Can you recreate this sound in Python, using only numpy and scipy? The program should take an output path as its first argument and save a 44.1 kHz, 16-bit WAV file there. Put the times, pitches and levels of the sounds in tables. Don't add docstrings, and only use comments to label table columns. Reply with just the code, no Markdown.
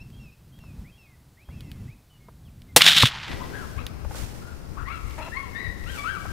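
import sys
import numpy as np
from scipy import signal
from scipy.fft import rfft, irfft
from scipy.io import wavfile

SR = 44100
rng = np.random.default_rng(int(sys.argv[2]) if len(sys.argv) > 2 else 0)


def store_wav(level_fs):
    pcm = np.round(np.clip(np.atleast_2d(level_fs), -1, 1) * 32767)
    wavfile.write(sys.argv[1], SR, pcm.T.astype(np.int16))


N = 278712
T = np.arange(N) / SR
SHOT_S = 2.7624


def amp(db):
    return 10 ** (np.asarray(db) / 20)


def unit(x):
    return x / np.sqrt(np.mean(x ** 2) + 1e-20)


def level(rows):
    return amp(np.interp(T, *np.transpose(rows)))


def noise(colour):
    hz, db = np.transpose(colour)
    f = np.fft.rfftfreq(N, 1 / SR)
    gain = amp(np.interp(np.log(f + 1), np.log(hz + 1), db))
    return unit(irfft(rfft(rng.standard_normal(N)) * gain, N))


def wander(hz):
    f = np.fft.rfftfreq(N, 1 / SR)
    return unit(irfft(rfft(rng.standard_normal(N)) * np.exp(-(f / hz) ** 2), N))


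def burst(peak_s, rise_s, decay_s):
    exponent = np.minimum((T - peak_s) / rise_s, (peak_s - T) / decay_s)
    return np.exp(np.maximum(exponent, -40))


def swells(rows):
    return np.sqrt(sum((amp(db) * burst(s, rise_s, decay_s)) ** 2 for s, db, rise_s, decay_s in rows))


def pan(db):
    gains = amp([[db / 2], [-db / 2]])
    return gains / gains.mean()


def land(x, t60_s, build_s):
    t = T[:SR]
    taps = rng.standard_normal(SR) * (rng.random(SR) < 2000 / SR)
    taps *= amp(-60 * t / t60_s) * (1 - np.exp(-t / build_s))
    return signal.fftconvolve(x, taps / np.linalg.norm(taps))[:N]


def note(start_s, length_s, attack_s, release_s):
    edges = np.minimum((T - start_s) / attack_s, (start_s + length_s - T) / release_s)
    gate = np.clip(edges + .5, 0, 1)
    on = gate > 0
    return on, gate[on], np.clip((T[on] - start_s) / length_s, 0, 1)


def near_air(air_db=-63.0, breeze_db=0.4, lull_db=-58):
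    # time_s, relative_db
    puffs = [(0.0, -45), (0.25, -43), (0.36, -63), (0.42, -54), (0.82, -38.5), (0.99, -64), (1.27, -54.5),
             (1.46, -73), (1.49, -41.5), (1.87, -38.5), (2.07, -69), (2.21, -52.5), (2.74, -45)]
    # frequency_hz, relative_db
    air_colour = [(300, -5.5), (750, -7), (2600, -16.5), (4200, -15), (6000, -18), (15000, -18.5)]
    breeze_colour = [(20, -7.5), (55, 4.5), (140, 2), (270, -10.5), (500, -27), (2000, -37), (15000, -48)]
    strength = np.hypot(amp(breeze_db) * level(puffs), amp(lull_db))
    return amp(air_db) * noise(air_colour) + strength * noise(breeze_colour)


def wide_air(field_db=-44, wind_db=-42, crinkle_db=2.0):
    gust_times = [3.78, 4.069, 4.228, 4.72, 4.82, 5.058, 5.679, 5.85, 6.31]
    gust_db, gust_rise_s, gust_decay_s = -29.5, 0.019, 0.031
    # peak_s, level_db, rise_s, decay_s
    swishes = [(4.175, -36.5, 0.037, .08), (5.955, -41, 0.059, .14)]
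    # time_s, level_db
    stir = [(3.3, -55), (3.68, -48.5), (3.95, -63), (4.3, -49.5), (4.7, -59), (5.15, -49), (5.65, -57),
            (6.3, -48.5)]
    # frequency_hz, relative_db
    gust_colour = [(20, -9), (45, -1), (65, 3.5), (85, -1.5), (120, -8.5), (200, -21.5), (400, -33),
                   (1200, -65)]
    field_colour = [(60, -5.5), (150, 1), (400, -6), (650, -12), (1000, -15.5), (1600, -19.5), (3500, -31),
                    (5200, -26), (7000, -34), (15000, -35.5)]
    rustle_colour = [(200, 6.5), (1500, 4), (4000, -0.5), (7000, -0.5), (10000, -3.5), (15000, -9)]

    buffets = swells([(s, gust_db, gust_rise_s, gust_decay_s) for s in gust_times])
    push = np.hypot(amp(wind_db), buffets)
    gusts = np.array([noise(gust_colour) for side in range(2)]) * push * pan(50)

    field = np.array([noise(field_colour) * amp(wander(5.0)) for side in range(2)]) * pan(4.1)
    field *= level([(3.4, 7), (4, 2), (4.7, 0), (6.3, 2)])

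    rustle = np.array([noise(rustle_colour) * unit(amp(crinkle_db * wander(130))) for side in range(2)])
    rustle *= np.hypot(level(stir), swells(swishes)) * pan(-1.9)
    return gusts + amp(field_db) * field + rustle


def clicks(cycles=4.3, ring_db=-22, ring_decay_s=0.014, edge_hz=5000):
    # start_s, peak_db, centre_hz
    clap = (2.8084, -4.5, 1797)
    # start_s, peak_db
    ticks = [(.102, -45), (.589, -42.5), (1.6068, -33.5), (1.716, -30), (2.619, -39), (3.866, -19),
             (5.109, -33), (5.839, -35)]
    # start_s, peak_db
    knocks = [(.638, -45.5), (1.488, -41.5), (2.285, -38), (4.047, -32), (4.11, -31), (4.148, -28.5),
              (6.253, -29.5)]
    tick_hz, knock_hz = 2960, 730
    events = [clap] + [(*row, tick_hz) for row in ticks] + [(*row, knock_hz) for row in knocks]

    out, t = np.zeros(N), T[:SR // 20]
    for start_s, peak_db, hz in events:
        decay = np.exp(-t * hz / cycles) + amp(ring_db) * np.exp(-t / ring_decay_s)
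        contact = rng.standard_normal(len(t)) * decay
        band_hz = [hz / 2, min(hz * 1.6, SR / 2 - 1000)]
        click = signal.lfilter(*signal.butter(2, band_hz, "band", fs=SR), contact)
        click += contact * (hz / edge_hz) ** 2
        part = out[round(start_s * SR):][:len(t)]
        part += (amp(peak_db) * click / abs(click).max())[:len(part)]
    return out


def squeals(octave_db=-9, bright_hz=5370, bright_width_hz=190, half_db=-18, bow=0.52, jitter=0.011,
            fade_s=.008, wet_db=-10):
    phrase_notes = {"rise": (-.083, .07, 1850, 2620, 1), "top": (0, .064, 3180, 3300, -4),
                    "fall": (.064, .105, 2770, 2430, 0), "sob": (.158, .105, 2210, 1940, -4.5)}
    # flip_s, level_db, stretch_factor, note_names
    phrases = [(.128, -58.5, 1.05, "top fall"), (.525, -61.5, 1.17, "top fall"),
               (.919, -61, 0.9, "rise top fall sob"), (1.452, -63, 0.97, "rise top fall sob"),
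               (1.569, -65, .95, "rise top fall sob"), (1.953, -61.5, 0.93, "rise")]
    # start_s, length_s, from_hz, to_hz, level_db
    peeps = [(0, 0.03, 2540, 2730, -51.5), (.32, 0.023, 2730, 2490, -62), (1.77, 0.16, 2700, 2480, -73),
             (2.1, .072, 3000, 2900, -65.5), (2.2, .08, 2165, 2160, -69.5), (2.45, .047, 3500, 2260, -66.5),
             (2.685, .04, 2080, 2090, -62)]
    glides = list(peeps)
    for flip_s, phrase_db, stretch, names in phrases:
        for name in names.split():
            delay_s, length_s, from_hz, to_hz, db = phrase_notes[name]
            start_s = flip_s + stretch * delay_s
            glides.append((start_s, stretch * length_s, from_hz, to_hz, phrase_db + db))

    out, waver, husk = np.zeros(N), 1 + jitter * wander(248), wander(300)
    for start_s, length_s, from_hz, to_hz, db in glides:
        on, gate, u = note(start_s, length_s, fade_s, fade_s)
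        hz = from_hz + (to_hz - from_hz) * u
        hz += bow * abs(to_hz - from_hz) * u * (1 - u)
        phase = 2 * np.pi * np.cumsum(hz * waver[on]) / SR
        octave = amp(octave_db) / np.hypot(1, (2 * hz - bright_hz) / (bright_width_hz / 2))
        half = husk[on] * np.sin(1.5 * phase)
        voice = np.sin(phase) + octave * np.sin(2 * phase) + amp(half_db) * half
        out[on] += np.sqrt(2) * gate * amp(db) * voice
    return out + amp(wet_db) * land(out, t60_s=.5, build_s=0.016)


def bark(hz=318, jitter=0.079, bark_db=-41.5):
    harmonics = [-12, 1.5, 4.5, -5, -14, -5.5, -16, -7]
    # time_s, relative_db
    effort = [(5.172, -89), (5.181, 0.5), (5.21, 0.5), (5.25, -9), (5.285, 0.5), (5.32, -77)]
    phase = 2 * np.pi * np.cumsum(hz * (1 + jitter * wander(200))) / SR
    voice = sum(amp(db) * np.sin(k * phase) for k, db in enumerate(harmonics, 1))
    return amp(bark_db) * voice * level(effort)


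def arch(u, from_hz, top_hz, to_hz, top_at, power=1.25):
    away = np.interp(u, [0, np.clip(top_at, .02, .98), 1], [1, 0, 1])
    end_hz = np.where(u < top_at, from_hz, to_hz)
    return top_hz + (end_hz - top_hz) * away ** power


def throat(hz):
    # centre_hz, width_hz, gain_db
    resonances = [(2700, 320, -3.5), (4100, 400, -13)]
    return sum(amp(db) / np.hypot(1, (hz - centre_hz) / (width_hz / 2)) for centre_hz, width_hz, db in resonances)


def cries(jitter=0.068, shimmer=1.0, tremble_db=2.37, half_db=-3, rasp_db=-4,
          attack_s=.013, release_s=0.021, fade_db=-4.5):
    # start_s, length_s, from_hz, top_hz, to_hz, top_at_0_1, initial_level_db,
    # octave_relative_db, roughness_0_1
    calls = [(3.282, .12, 1965, 1980, 1926, .2, -44.5, -22, .1),
             (3.396, 0.04, 883, 1061, 1040, 0.8, -39, -22, 0.44),
             (3.528, 0.12, 1470, 1684, 1240, 0.27, -41.5, -22, 0.37),
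             (3.778, 0.0406, 1080, 1358, 1340, 0.94, -44, -4.5, .42),
             (4.41, 0.14, 1292, 1450, 1380, .5, -55.5, -19, 0.66),
             (4.768, 0.074, 1120, 1350, 1340, 0.74, -42, -32, 0.93),
             (4.87, .12, 1022, 1380, 1280, .5, -37.5, -8.5, 0.29),
             (4.856, .1, 1860, 2290, 2294, 0.67, -42, -30, .3),
             (5.183, .095, 980, 1370, 1294, .45, -44.5, -1.5, .33),
             (5.321, .066, 1740, 2230, 2230, .97, -35.5, -26, 0.21),
             (5.349, .145, 981, 1136, 965, .28, -41.5, -10.5, 0.2),
             (5.553, .15, 1740, 1974, 1887, .33, -35, -16, 0.22),
             (5.86, 0.13, 1241, 1653, 1163, 0.39, -44.5, -4, 0.31),
             (5.98, 0.07, 1157, 1138, 1135, 0.53, -47.5, 6.5, 0.13),
             (6.04, .14, 1169, 1631, 1176, 0.54, -32, -16.5, .21)]
    # frequency_hz, relative_db
    rasp_colour = [(200, -18), (700, -13), (1300, -35), (1650, 6), (2100, 4.5), (2750, 9.5), (3400, -20),
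                   (4100, -17.5), (9000, -48)]
    out, waver, flutter, rasp = np.zeros(N), wander(267), wander(390), noise(rasp_colour)
    tremble = tremble_db * wander(35)
    for start_s, length_s, from_hz, top_hz, to_hz, top_at, db, octave_db, rough in calls:
        on, gate, u = note(start_s, length_s, attack_s, release_s)
        hz = arch(u, from_hz, top_hz, to_hz, top_at)
        phase = 2 * np.pi * np.cumsum(hz * (1 + jitter * rough * waver[on])) / SR
        first = amp(db + fade_db * u ** 2 + tremble[on])
        second = first * amp(octave_db)
        upper = sum(throat(k * hz) * np.sin(k * phase) for k in range(3, 5))
        halves = np.sin(1.5 * phase) + np.sin(2.5 * phase)
        voice = first * np.sin(phase) + second * (np.sin(2 * phase) + upper)
        voice += rough * np.minimum(first, second) * amp(half_db) * halves
        voice += rough * np.sqrt(first * second) * amp(rasp_db) * rasp[on] * (1 + .5 * np.cos(phase))
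        out[on] += np.sqrt(2) * gate * voice * (1 + shimmer * rough * flutter[on])
    return out


def valley(x, direct_db=-1.5, near_db=-7, far_db=-6, echo_s=0.2, echo_db=-15):
    near = np.array([land(x, t60_s=0.18, build_s=0.0085) for side in range(2)])
    far = np.array([land(x, t60_s=1.54, build_s=0.0046) for side in range(2)])
    echo = np.array([np.interp(T - echo_s, T, side) for side in near])
    returns = amp(near_db) * near + amp(far_db) * far + amp(echo_db) * echo
    return amp(direct_db) * x * pan(32) + returns * pan(17.2)


def far_echoes(tail_db=-35, tail_decay_s=0.21, grain_db=2.0, swell_rise_s=.003):
    # peak_s, level_db, decay_s
    far_swells = [(3.233, -36, 0.017), (3.281, -36.5, 0.0028), (3.317, -36.5, 0.013)]
    # frequency_hz, relative_db
    tail_colour = [(200, -17.5), (550, -13), (900, 1), (3300, -0.5), (4800, -7.5), (15000, -43)]
    roll = amp(tail_db) * burst(3.107, .04, tail_decay_s)
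    roll += sum(amp(db) * burst(s, swell_rise_s, decay_s) for s, db, decay_s in far_swells)
    grain = unit(amp(grain_db * wander(300)))
    return roll * (T > SHOT_S) * noise(tail_colour) * grain


def thud(start_s=3.0335, rise_cycles=0.51):
    # frequency_hz, level_db, t60_s
    modes = [(123.5, 0, 0.061), (234, -5.5, 0.036), (540, -5.5, 0.012), (1076, 4.5, 0.0072)]
    t = np.maximum(T - start_s, 0)
    out = np.zeros(N)
    for hz, db, t60_s in modes:
        decay = amp(db - 60 * np.minimum(t / t60_s, 2))
        out += decay * (1 - np.exp(-t * hz / rise_cycles)) * np.sin(2 * np.pi * hz * t)
    return out


def shot(blast_db=0, blast_decay_s=0.011, push_db=-4, push_s=.0007, grain_db=2.5, bank_db=-10.0):
    # peak_s, level_db, rise_s, decay_s
    slope_rows = [(2.812, -19.5, 0.0086, .007), (2.88, -9.5, 0.04, 0.045), (2.968, -11, 0.0057, 0.053),
                  (3.028, -15, .015, 0.016), (3.062, -17, 0.0058, 0.02)]
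    # peak_s, relative_db
    bank_rows = [(2.8187, 8.5), (2.964, -10), (3.005, -10), (3.025, -3), (3.056, -3.5)]
    # frequency_hz, relative_db
    blast_colour = [(35, -21.5), (100, -8), (300, -8.5), (750, -5.5), (1400, -11.5), (3500, -6.5),
                    (6000, -11.5), (10000, -12), (15000, -17.5)]
    echo_colour = [(88, -52.5), (150, -6.5), (350, -26), (728, -18), (991, -17), (1640, -6.5), (2450, -5.5),
                   (3540, 3), (4540, -9), (5200, -11), (6180, -15), (15000, -28)]

    blast = amp(blast_db) * noise(blast_colour) * burst(SHOT_S, .0001, blast_decay_s)
    u = np.maximum(T - SHOT_S, 0) / push_s
    blast += amp(push_db) * (T > SHOT_S) * (1 - u) * np.exp(-u)

    slopes = swells(slope_rows) * (T > SHOT_S)
    slopes *= np.exp(-np.maximum(T - 3.075, 0) / 0.02)
    grain = unit(amp(grain_db * wander(300)))
    banks = sum(amp(db + bank_db) * burst(s, 0.00057, 0.0026) for s, db in bank_rows)
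    return blast + (slopes * grain + banks) * noise(echo_colour)


def scene(wide_s=3.28, opening_s=0.031):
    wide = np.clip((T - wide_s) / opening_s + .5, 0, 1)
    background = (1 - wide) * near_air() + wide * wide_air()
    centre = clicks() + squeals() + far_echoes() + thud() + shot()
    return background + centre + bark() * pan(7.2) + valley(cries())


def record(dry, edge_hz=15650):
    lowpass = signal.firwin(401, edge_hz, window=("kaiser", 8), fs=SR)
    return signal.oaconvolve(np.clip(dry, -1, 1), lowpass[None], "same")


dry = scene()
out = record(dry)
store_wav(out)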